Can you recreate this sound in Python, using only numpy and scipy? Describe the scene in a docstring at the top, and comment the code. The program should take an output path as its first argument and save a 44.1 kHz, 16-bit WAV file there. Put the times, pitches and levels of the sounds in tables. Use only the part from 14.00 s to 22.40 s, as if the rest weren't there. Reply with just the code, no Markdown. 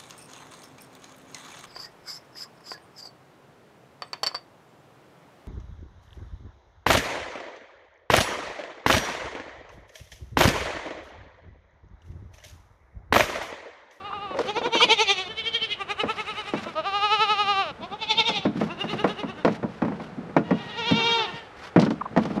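"""A soft bleat is heard first; then goats bleat in turn, near and farther off, about eleven throbs a second.
Each voice is a harmonic series with gated hiss, modulated in level and pitch and shaped by throat resonances.
Hooves strike a big plastic trough, a sum of decaying modes over dense noise, which booms and rumbles.
Scuffs in the dirt are clumped noise grains, squeaks are brief frequency-modulated tones,
and steady filtered noise is the open air."""
import sys
import numpy as np
from scipy import signal
from scipy.fft import rfft, irfft, next_fast_len
from scipy.io import wavfile
from scipy.ndimage import uniform_filter1d

SR = 44100
rng = np.random.default_rng(int(sys.argv[2]) if len(sys.argv) > 2 else 0)


def dump_mix(stems):
    """Bounce the given channels to the path in sys.argv[1] as a 16-bit WAV at rate SR."""
    frames = np.atleast_2d(stems).T  # one column per channel
    limited = np.clip(frames, -1, 1)  # hard clip at full scale
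    pcm = np.round(limited * 32767).astype(np.int16)
    wavfile.write(sys.argv[1], SR, pcm)


N = 370440  # samples

# Course of each bleat through the crests of its throbs; throb depth is before the low-harmonic factor.
# Columns: t/s, f/Hz, level/dB, upper over lower harmonics/dB, throb depth/dB
OPENING_COURSE = [(0, 413, -42, -1, 9), (.16, 420, -39.5, -3, 8), (.25, 413, -40.5, -2, 5),
                  (.355, 358, -46, 0, 2)]
LOUD_COURSE = [(.45, 410, -26, -5, 16), (.5, 425, -24.5, -5, 16), (.59, 488, -21, -5, 16),
               (.72, 504, -22.5, -5, 20), (.775, 462, -21, 9, 9), (.84, 504, -16, 5, 20),
               (.92, 468, -17, 6, 20), (1.02, 458, -19, 6, 19), (1.11, 412, -23.5, 8, 14),
               (1.2, 386, -31.5, 7, 9), (1.29, 365, -40, 4, 3)]
NASAL_COURSE = [(1.27, 440, -31, -19, 13), (1.395, 452, -33, -3.5, 16), (1.556, 470, -28.5, -4, 20),
                (1.65, 452, -31.5, -3, 18), (1.77, 408, -39, 5, 24)]
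STUTTER_COURSE = [(1.765, 480, -27, -2.5, 28), (1.82, 392, -26, -2, 28), (1.917, 417, -23, 1, 24),
                  (2.1, 447, -20.5, -1.5, 28), (2.2, 437, -26, 2, 21), (2.39, 432, -29, 2.5, 12),
                  (2.58, 402, -36, 4, 12), (2.68, 337, -33.5, -3, 13), (2.74, 325, -35, -3, 14)]
CLEAR_COURSE = [(2.75, 320, -25, -5.5, 5), (2.825, 320, -26, -5, 13), (2.865, 398, -25.5, 0, 7),
                (2.96, 411, -23.5, 1, 5), (3.13, 437, -17, 2, 8), (3.24, 442, -15.5, 1.5, 11),
                (3.41, 419, -21.5, 3.5, 8), (3.52, 409, -20, 1.5, 6), (3.615, 390, -22.5, 1.5, 3),
                (3.72, 255, -40, 4, 6)]
MUTTER_COURSE = [(3.795, 335, -31, -8, 20), (3.85, 358, -30, -8, 22), (3.925, 424, -25.5, -13, 24),
                 (3.985, 432, -26, -13, 24)]
SHRILL_COURSE = [(3.98, 444, -35, 1, 15), (4.11, 444, -20.5, 5.5, 19), (4.2, 461, -17, 2.5, 19),
                 (4.285, 467, -21, 4.5, 16), (4.375, 405, -27.5, 5, 9), (4.5, 365, -40, -6, 9)]
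SOFT_COURSE = [(4.665, 315, -35, -4, 16), (4.815, 404, -37, 9.5, 19), (4.91, 428, -35.5, 11, 18),
               (5.01, 424, -31, 2, 18), (5.2, 426, -34.5, 5, 20), (5.3, 386, -39.5, 4.5, 20),
               (5.44, 275, -47, 2, 6)]
FAR_COURSE = [(6.43, 480, -45, 0, 2), (6.57, 479, -41, 0, 4), (7.29, 457, -38, 1, 2),
              (7.38, 466, -36, 3, 3), (7.49, 425, -53, 0, 8)]
LONG_COURSE = [(6.57, 395, -37, -3, 11), (6.71, 432, -36, -2.5, 12), (6.79, 474, -24, -2, 8),
               (6.885, 478, -25, 3.5, 5), (6.985, 466, -23, 1.5, 3.5), (7.125, 470, -21, 3.5, 1),
               (7.215, 448, -21.5, -3, 1), (7.25, 412, -28, 0, 1), (7.28, 340, -42, 0, 1)]
BEHIND_COURSE = [(6.86, 395, -33, 0, 18), (7.01, 398, -32, 0, 15), (7.11, 413, -36, 0, 9),
                 (7.2, 390, -35, 0, 9), (7.34, 345, -41, 0, 10)]

# Throat and mouth response for each way of calling. Columns: f/Hz, relative level/dB
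OPENING_THROAT = [(400, -6.5), (810, 3), (1210, 6), (1620, -16), (2020, -12), (2430, -8), (2830, -0.5),
                  (3240, -17), (3640, -7.5), (4700, -24), (6000, -42), (7900, -64), (9600, -65),
                  (13000, -81.7)]
LOUD_THROAT = [(440, -6), (890, -3.5), (1330, -13), (1780, -24), (2270, -12.5), (2670, -12), (3110, -12),
               (3560, -12), (4400, -20.5), (5300, -32.5), (6100, -26), (7900, -47), (9600, -46),
               (13000, -69)]
NASAL_THROAT = [(450, -9.5), (900, -20.5), (1340, -18), (1790, -14.5), (2240, 0), (2690, -5.5), (3130, 8),
                (3580, -3), (4030, -7), (4700, -16), (6000, -26), (7900, -38), (9600, -36.5), (13000, -69)]
STUTTER_THROAT = [(420, -13), (840, -10.5), (1260, -5.5), (1680, -16), (2100, -16), (2520, -13),
                  (2940, -12), (3360, -25.5), (3780, -17.5), (4700, -37), (6000, -36.5), (7900, -44),
                  (9600, -45), (13000, -70)]
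CLEAR_THROAT = [(400, -17.5), (640, -0.5), (850, -5.5), (980, -12), (1170, -3.5), (1250, -2), (1670, -17.5),
                (2090, -22), (2500, -13.5), (2920, -11), (3340, -21.5), (3800, -16.5), (4150, -20),
                (4700, -32), (5300, -30), (5900, -40), (6700, -41), (7900, -57), (9500, -48.5),
                (13000, -79)]
SHRILL_THROAT = [(440, -16), (890, -4), (1330, -18.5), (1770, -29.5), (2220, -12.5), (2660, -13),
                 (3110, -14.5), (3550, -7.4), (3990, -15.5), (4700, -25), (6000, -32), (7900, -49),
                 (9600, -58), (13000, -71.7)]
SOFT_THROAT = [(400, -2.5), (810, -7), (1210, -5), (1610, -9), (2010, -15.5), (2420, -19.5), (2820, -6),
               (3220, -24.5), (3620, -16), (4700, -33), (6000, -34), (7900, -51.5), (9600, -46),
               (13000, -63.7)]
LONG_THROAT = [(460, -11.5), (920, -7), (1380, -14.5), (1840, -23), (2300, -12), (2750, -11), (3210, -11.5),
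               (3670, -10.3), (4130, -18.5), (4700, -26.5), (6000, -30.8), (7900, -51.5), (9600, -60),
               (13000, -78)]
FAR_THROAT = [(460, -15.5), (930, -8.5), (1400, -15.5), (1880, -6), (2350, -21.5), (2800, -12.5),
              (4700, -28.5), (8000, -47), (13000, -63)]

# States of the vocal folds. Columns: base pitch jitter [share], relative hiss level/dB, tremor [share],
# shimmer of single upper harmonics/dB, harmonic number at which phase blur reaches 1 rad rms
CLEAN_FOLDS = (.0015, -27, .0005, 1.2, 21)
HUSKY_FOLDS = (.003, -17, .002, 2.8, 24)
RASPY_FOLDS = (.006, -10, .0065, 3.8, 16)
HOARSE_FOLDS = (.0055, -10, .005, 3.5, 20)
RAGGED_FOLDS = (.012, -4, .004, 4, 14)

# Hooves and horns on the trough. Columns: t/s, level/dB, boom over body/dB, rebounds [count]
BLOWS = [(.307, -36, -11, 0), (.346, -35, -12, 0), (.387, -25.5, -18, 0), (.566, -30, -16, 0),
         (.615, -30, -22, 0), (.659, -28, -16, 0), (.751, -23, -21, 0), (.842, -28, -13, 0),
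         (.885, -31.5, -24, 0), (2.034, -26, -10, 0), (2.536, -26, -3, 0), (2.661, -36, -7, 0),
         (4.29, -28.5, -8, 0), (4.452, -24, 4, 0), (4.557, -48, 20, 0), (4.612, -25.5, 0, 0),
         (4.84, -32, 0, 0), (4.93, -30, -1, 0), (5.042, -19, -7, 0), (5.232, -32, 2, 0),
         (5.448, -17.5, -4, 1), (5.629, -33, 6, 0), (5.819, -26, 3.5, 3), (5.998, -37, -3, 0),
         (6.172, -52, 20, 0), (6.295, -42, 0, 0), (6.365, -16, -4, 0), (6.507, -23, 4, 0),
         (6.91, -27.5, 10, 0), (7.761, -17.5, 4, 4), (8.163, -23, -2, 0), (8.174, -20, 0, 0),
         (8.253, -32, 2, 0), (8.303, -36, 6, 0), (8.375, -36.5, 6, 0)]
# Sharp clicks of something hard. Columns: t/s, level/dB
HARD_CLICKS = [(.389, -42), (4.29, -37), (5.448, -42), (6.91, -43), (7.797, -37.5), (7.816, -39),
               (7.849, -45), (7.904, -46), (8.174, -47), (8.253, -49)]
# Modes of the plastic trough before small shifts. 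Columns: f/Hz, relative level/dB, t60/s
TROUGH_MODES = [(118, -16, 0.16), (170.4, -4.5, 0.24), (201, 1, 0.19), (225.3, -3.5, .3),
                (258.9, 1.5, 0.13), (294.8, -4.5, 0.18), (342, 9.5, 0.1), (443, 4.5, 0.22), (498, 8, 0.13),
                (587.6, 9, 0.099), (643, 0, 0.092), (672, -2, 0.23), (868, -23.5, 0.21), (884, -36.5, 0.11),
                (1249, -24, 0.084), (1427, 4, 0.15), (1848, 9, 0.05)]
# Trough rumble as hooves shift in it. Columns: t/s, level/dB
RUMBLE_COURSE = [(0, -50), (.7, -49), (1.5, -55), (2.3, -50), (3.1, -51), (3.7, -46), (4.4, -41),
                 (5.4, -46), (6, -42), (6.7, -50), (7.1, -43), (7.7, -58), (8.4, -34)]
# Hooves scuffing the dirt. Columns: t/s, length/s, level/dB before the fades
DIRT_SCUFFS = [(0.33, 0.22, -40), (1.948, 0.9, -44.5), (4.534, 0.18, -43), (4.743, 0.47, -45),
               (5.361, 0.071, -54), (5.458, 0.13, -45), (5.615, 0.48, -56), (5.989, 0.127, -50),
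               (6.512, 0.25, -51.5), (7.555, 0.16, -44.5), (8.166, 0.25, -46)]
# Spectrum of a scuff. Columns: f/Hz, relative level/dB
GRIT_SPECTRUM = [(150, -25), (500, 0.5), (1200, 9), (3000, 2.5), (5500, -6), (8000, -19), (11000, -23.5),
                 (14500, -39)]
# Short squeaks. Columns: t/s, length/s, centre f/Hz, level/dB
SQUEAK_TONES = [(0.1, 0.023, 1044, -38), (.124, .016, 1170, -33.5), (0.322, 0.095, 557, -35),
                (.388, 0.04, 486, -26.5), (0.42, 0.077, 514, -37), (.797, .028, 1194, -22.5),
                (8.007, 0.019, 1137, -27.5), (8.05, 0.022, 1120, -31.5)]
# Spectrum of the open air. Columns: f/Hz, relative level per Hz/dB
AIR_SPECTRUM = [(15, -37), (25, -18.5), (85, -2), (212, -16.5), (308, -8.5), (424, -3), (569, -7.5),
                (849, -5.5), (1020, -12), (1270, -8), (3890, -25.5), (9390, -43), (12300, -52),
                (14800, -77.5)]

# The trough rocks on its frame: first gap, growth of each gap, first rebound below the blow, further loss
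REBOUND_S, REBOUND_GROWTH, REBOUND_DB, REBOUND_LOSS_DB = .029, 1.15, -6, -2.3
CRACK_DB, TICK_DB = -14, -31  # upper registers of a blow, against its body
SETTLE_DB, SETTLE_RISE_S, SETTLE_T60 = -17, .04, .6  # rumble that each blow leaves behind
AIR_DB = -46.5
EDGE_HZ = 14800


def bleat(course, throat, folds, crest_s, period_s, slowing=0., hold=2., lean=0., sag=.005, lag=0.,
          arch=2., low_dip=1.):
    """Source-filter principle: throbbing vocal folds make harmonics and gated hiss that pass the throat.

    Throbs start at crest_s, each a share `slowing` longer; `hold` widens crests, `lean` hastens their fall.
    Pitch drops by `sag` (share per dB of depth) between crests and peaks `lag` of a throb late.
    `arch` flattens the pitch peaks; `low_dip` multiplies the throb depth of the low harmonics.
    """
    s, crest_hz, level_db, bright_db, depth_db = np.transpose(course)
    jitter, hiss_db, tremor, shimmer_db, blur_from = folds
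    t = np.arange(s[0], s[-1], 1 / SR)
    number = np.arange(-2, 16)
    crest_times = crest_s + period_s * number * (1 + slowing * number / 2)
    throb = np.interp(t, crest_times, number)
    depth = np.interp(t, s, depth_db)

    # the pitch arches over each throb and sags between them
    pitch_dip = sag * depth * abs(np.sin(np.pi * (throb - lag))) ** arch
    hz = uniform_filter1d(np.interp(t, s, crest_hz) * (1 - pitch_dip), size=400)
    # the larynx squeezes between crests; low and high harmonics drop by different amounts
    squeeze = abs(np.sin(np.pi * throb + lean * np.sin(np.pi * throb) ** 2)) ** hold
    low = amp(np.interp(t, s, level_db) - low_dip * depth * squeeze)
    high = amp(np.interp(t, s, level_db + bright_db) - depth * squeeze)

    # a second, slower vibration near 108 Hz puts sidebands on the upper harmonics
    shake = np.sin(2 * np.pi * np.cumsum(108 * (1 + 0.2 * wander(len(t), 30))) / SR)
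    unsteady = jitter * (1 + squeeze * depth / 9) * wander(len(t), 260) + tremor * shake
    turns = np.cumsum(hz * (1 + unsteady)) / SR

    voice = np.zeros(len(t))
    for k in range(1, 33):
        blur = min((k / blur_from) ** 3, 2) * wander(len(t), 150)
        smear = k ** 2 / (2 * np.pi)  # the throat smears each pulse
        harmonic = np.sqrt(2) * np.cos(2 * np.pi * k * turns - smear + blur)
        # jaw and tongue move, so the upper harmonics swell and fade one by one
        sway_db = shimmer_db * min(k / 6, 1) * wander(len(t), 22)
        level = low if k < 5 else high
        voice += level * amp(read(throat, k * hz) + sway_db) * harmonic

    # hiss is strongest at the start of each fold cycle
    puffs = rng.standard_normal(len(t)) * (1.2 + np.exp(-(turns % 1) / 0.1))
    hiss = evened(band(colour(puffs, throat), 380, 15000))
    high_hiss = high * band(hiss, 1900, 15000)
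    low_hiss = .5 * low * band(hiss, 300, 1900)
    voice += amp(hiss_db) * (high_hiss + low_hiss)
    sound = np.zeros(N)
    add(sound, t[0], voice * signal.windows.tukey(len(t), 0.02 * SR / len(t)))
    return sound


def goats():
    """Direct-to-reverberant ratio gives distance: the closest bleats carry almost no echo; some overlap."""
    near = bleat(LOUD_COURSE, LOUD_THROAT, RASPY_FOLDS, crest_s=.497, period_s=.0789, slowing=.031,
                 hold=2.5, lean=.15, sag=.0062, lag=.11, arch=1.1, low_dip=1.45)
    near += bleat(STUTTER_COURSE, STUTTER_THROAT, HOARSE_FOLDS, crest_s=1.816, period_s=.0962, slowing=.001,
                  hold=2.0, lean=.15, sag=.0085, lag=.04, arch=2.2, low_dip=1.15)
    near += bleat(CLEAR_COURSE, CLEAR_THROAT, CLEAN_FOLDS, crest_s=2.79, period_s=.0832, slowing=.018,
                  hold=2.1, lean=.1, sag=.009, lag=.03, arch=2.1, low_dip=1.4)

    farther = bleat(OPENING_COURSE, OPENING_THROAT, CLEAN_FOLDS, crest_s=.067, period_s=.086,
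                    hold=1.7, sag=.009, low_dip=.9)
    farther += bleat(NASAL_COURSE, NASAL_THROAT, HOARSE_FOLDS, crest_s=1.311, period_s=.0824,
                     hold=2.7, lean=.15, sag=.0038, lag=.03, arch=1.5, low_dip=1.05)
    farther += bleat(MUTTER_COURSE, SHRILL_THROAT, HUSKY_FOLDS, crest_s=3.842, period_s=.093,
                     hold=2.1, sag=.004, lag=.25)
    farther += bleat(SHRILL_COURSE, SHRILL_THROAT, RASPY_FOLDS, crest_s=4.029, period_s=.0855,
                     hold=1.9, lean=.05, sag=.004, lag=-.14, arch=2.1, low_dip=1.1)
    farther += bleat(SOFT_COURSE, SOFT_THROAT, HOARSE_FOLDS, crest_s=4.714, period_s=.0975,
                     hold=1.8, sag=.01, lag=.09, arch=2.4, low_dip=.9)
    farther += bleat(LONG_COURSE, LONG_THROAT, HUSKY_FOLDS, crest_s=6.612, period_s=.092,
                     hold=1.7, sag=.012, lag=-.02, low_dip=1.2)
    farther += bleat(BEHIND_COURSE, SOFT_THROAT, RAGGED_FOLDS, crest_s=6.91, period_s=.095,
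                     hold=1.6, sag=.009)
    farther += bleat(FAR_COURSE, FAR_THROAT, RAGGED_FOLDS, crest_s=6.48, period_s=.089, sag=.004)

    near_echo = yard(near, t60=.45, wet_db=-25)
    far_echo = yard(farther, t60=.45, wet_db=-18)
    return near + near_echo + farther + far_echo


def yard(x, t60, wet_db):
    """Reverberation by convolution with decaying noise: a faint, dull echo from ground, fence and sheds."""
    t = np.arange(SR // 2) / SR
    reflections = rng.standard_normal(len(t)) * (t > .006) * amp(-60 * t / t60)
    tail = band(reflections, 150, 4700, order=1)
    return amp(wet_db) * signal.fftconvolve(x, tail / np.linalg.norm(tail))[:N]


def knocks():
    """Impact excitation of the trough; after some blows it rocks back, ever slower and softer."""
    out = np.zeros(N)
    for s, db, boom_db, count in BLOWS:
        add(out, s, amp(db) * blow(boom_db))
        for k in range(round(count)):
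            s = s + REBOUND_S * REBOUND_GROWTH ** k
            rebound_db = db + REBOUND_DB + k * REBOUND_LOSS_DB
            add(out, s, amp(rebound_db) * blow(boom_db))
    for s, db in HARD_CLICKS:
        add(out, s, amp(db) * tick())
    return out


def blow(boom_db):
    """Modal response by register: tick and crack come at once, the boom of the whole trough swells later."""
    boom = ring(120, 330, t60=0.1, rise=0.006, tail_db=-9.5, tail_t60=.4, clatter=0.47)
    body = ring(255, 1110, t60=0.079, rise=0.0005, tail_db=-24.5, tail_t60=0.52, clatter=1.01)
    crack = ring(1200, 2430, t60=0.081, rise=0.00063, tail_db=-19.5, tail_t60=0.19, clatter=1.6)
    return amp(boom_db) * boom + body + amp(CRACK_DB) * crack + amp(TICK_DB) * tick()


def tick():
    """A brief contact excites high frequencies: the sharp top of an impact."""
    top = ring(3000, 13000, t60=0.019, rise=0.0011, tail_db=-13, tail_t60=0.17, clatter=1.5)
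    return colour(top, [(3000, 10), (5500, 1.5), (8000, -12.5), (13000, -31)])


def ring(lo_hz, hi_hz, t60, rise, tail_db, tail_t60, clatter):
    """Modal superposition: decaying sines, weighted by where the blow lands, over a dense clatter."""
    t = np.arange(SR // 2) / SR
    chosen = [mode for mode in TROUGH_MODES if lo_hz < mode[0] < hi_hz]
    hz, db, life = np.reshape(chosen, (-1, 3)).T[:, :, None]
    # the goat's weight shifts the modes a little from step to step
    hz = hz * rng.uniform(.96, 1.04, hz.shape)
    weight = rng.choice([-1, 1], hz.shape) * rng.uniform(0.36, 1, hz.shape)
    modes = (weight * amp(db - 60 * t / life) * np.sin(2 * np.pi * hz * t)).sum(0)
    decay = amp(-60 * t / t60) + amp(tail_db - 60 * t / tail_t60)
    dense = band(rng.standard_normal(len(t)) * decay, lo_hz, hi_hz, order=3)
    sound = (evened(modes) + clatter * evened(dense)) * (1 - np.exp(-t / rise))
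    return sound / np.sqrt(np.mean(sound[:SR * 3 // 100] ** 2))  # rms 1 over the first 30 ms


def shuffle():
    """Random excitation of a resonator: small shifts of weight keep the trough rumbling, more after blows."""
    steps = rng.standard_normal(N) * amp(5 * wander(N, 14))
    rumble = colour(steps, [(40, -21), (110, -0.5), (170, 6.5), (225, 5), (320, -5), (500, -5),
                            (900, -10), (2000, -36.5), (6000, -93.5)])
    level = amp(np.interp(np.arange(N) / SR, *np.transpose(RUMBLE_COURSE)))
    t = np.arange(SR) / SR
    settle = np.minimum(t / SETTLE_RISE_S, 1) * amp(SETTLE_DB - 60 * t / SETTLE_T60)
    for s, db, boom_db, _ in BLOWS:
        add(level, s, amp(db + boom_db) * settle)
    return level * evened(rumble)


def scuffs():
    """Granular friction: hooves drag through grit as noise clumped by fast and slow level changes."""
    out = np.zeros(N)
    for s, length, db in DIRT_SCUFFS:
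        count = int(length * SR)
        clumps_db = 2.2 * wander(count, 900) + 3.6 * wander(count, 29)
        grains = rng.standard_normal(count) * amp(clumps_db)
        scuff = evened(colour(grains, GRIT_SPECTRUM))
        add(out, s, amp(db) * scuff * signal.windows.tukey(count, .5))
    return out


def squeaks():
    """Random frequency modulation: brief unsteady tones with a weak second harmonic."""
    out = np.zeros(N)
    for s, length, hz, db in SQUEAK_TONES:
        count = int(length * SR)
        phase = 2 * np.pi * np.cumsum(hz * (1 + 0.12 * wander(count, 370))) / SR
        tone = np.sin(phase) + 0.027 * np.sin(2 * phase)
        add(out, s, amp(db) * evened(tone * np.hanning(count)))
    return out


def open_air():
    """Stationary broadband noise: white noise shaped by the air spectrum."""
    return amp(AIR_DB) * evened(colour(rng.standard_normal(N), AIR_SPECTRUM))


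def amp(db):
    """Logarithmic level law: decibels to amplitude gain."""
    return 10 ** (np.asarray(db) / 20)


def evened(x):
    """Power normalisation: scales to rms 1."""
    return x / np.sqrt(np.mean(x ** 2) + 1e-20)


def read(points, hz):
    """Linear interpolation of a level on a log-frequency axis."""
    f, value = np.transpose(points)
    return np.interp(np.log(hz + 1), np.log(f + 1), value)


def add(mix, s, sound):
    """Linear superposition: adds a sound into the mix, in place, from time s."""
    start = round(s * SR)
    sound = sound[max(-start, 0):]
    part = mix[max(start, 0):][:len(sound)]
    part += sound[:len(part)]


def colour(x, points):
    """Spectral multiplication: filters by a magnitude response in the frequency domain."""
    size = next_fast_len(len(x))
    gain = amp(read(points, np.fft.rfftfreq(size, 1 / SR)))
    return irfft(rfft(x, size) * gain, size)[:len(x)]


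def band(x, lo_hz, hi_hz, order=2):
    """Causal band-pass filtering with a Butterworth response."""
    edges = [lo_hz, min(hi_hz, SR / 2 - 1)]
    return signal.sosfilt(signal.butter(order, edges, "band", fs=SR, output="sos"), x)


def wander(count, hz):
    """Low-passed noise: a smooth random course of rms 1, changing at up to about hz."""
    sos = signal.butter(2, hz, fs=SR, output="sos")
    noise = rng.standard_normal(count + SR // 10)  # the extra 0.1 s lets the filter settle
    return evened(signal.sosfilt(sos, noise)[-count:])


def scene():
    """Superposition of goats, squeaks, trough, dirt and open air in one channel."""
    return (goats() + squeaks() + knocks() + shuffle() + scuffs() + open_air())[None]


def record(dry):
    """Band limitation: a linear-phase low-pass filter removes the extreme treble."""
    lowpass = signal.firwin(511, EDGE_HZ, window=("kaiser", 9), fs=SR)
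    return signal.oaconvolve(dry, lowpass[None], "same")


dry = scene()
out = record(dry)
dump_mix(out)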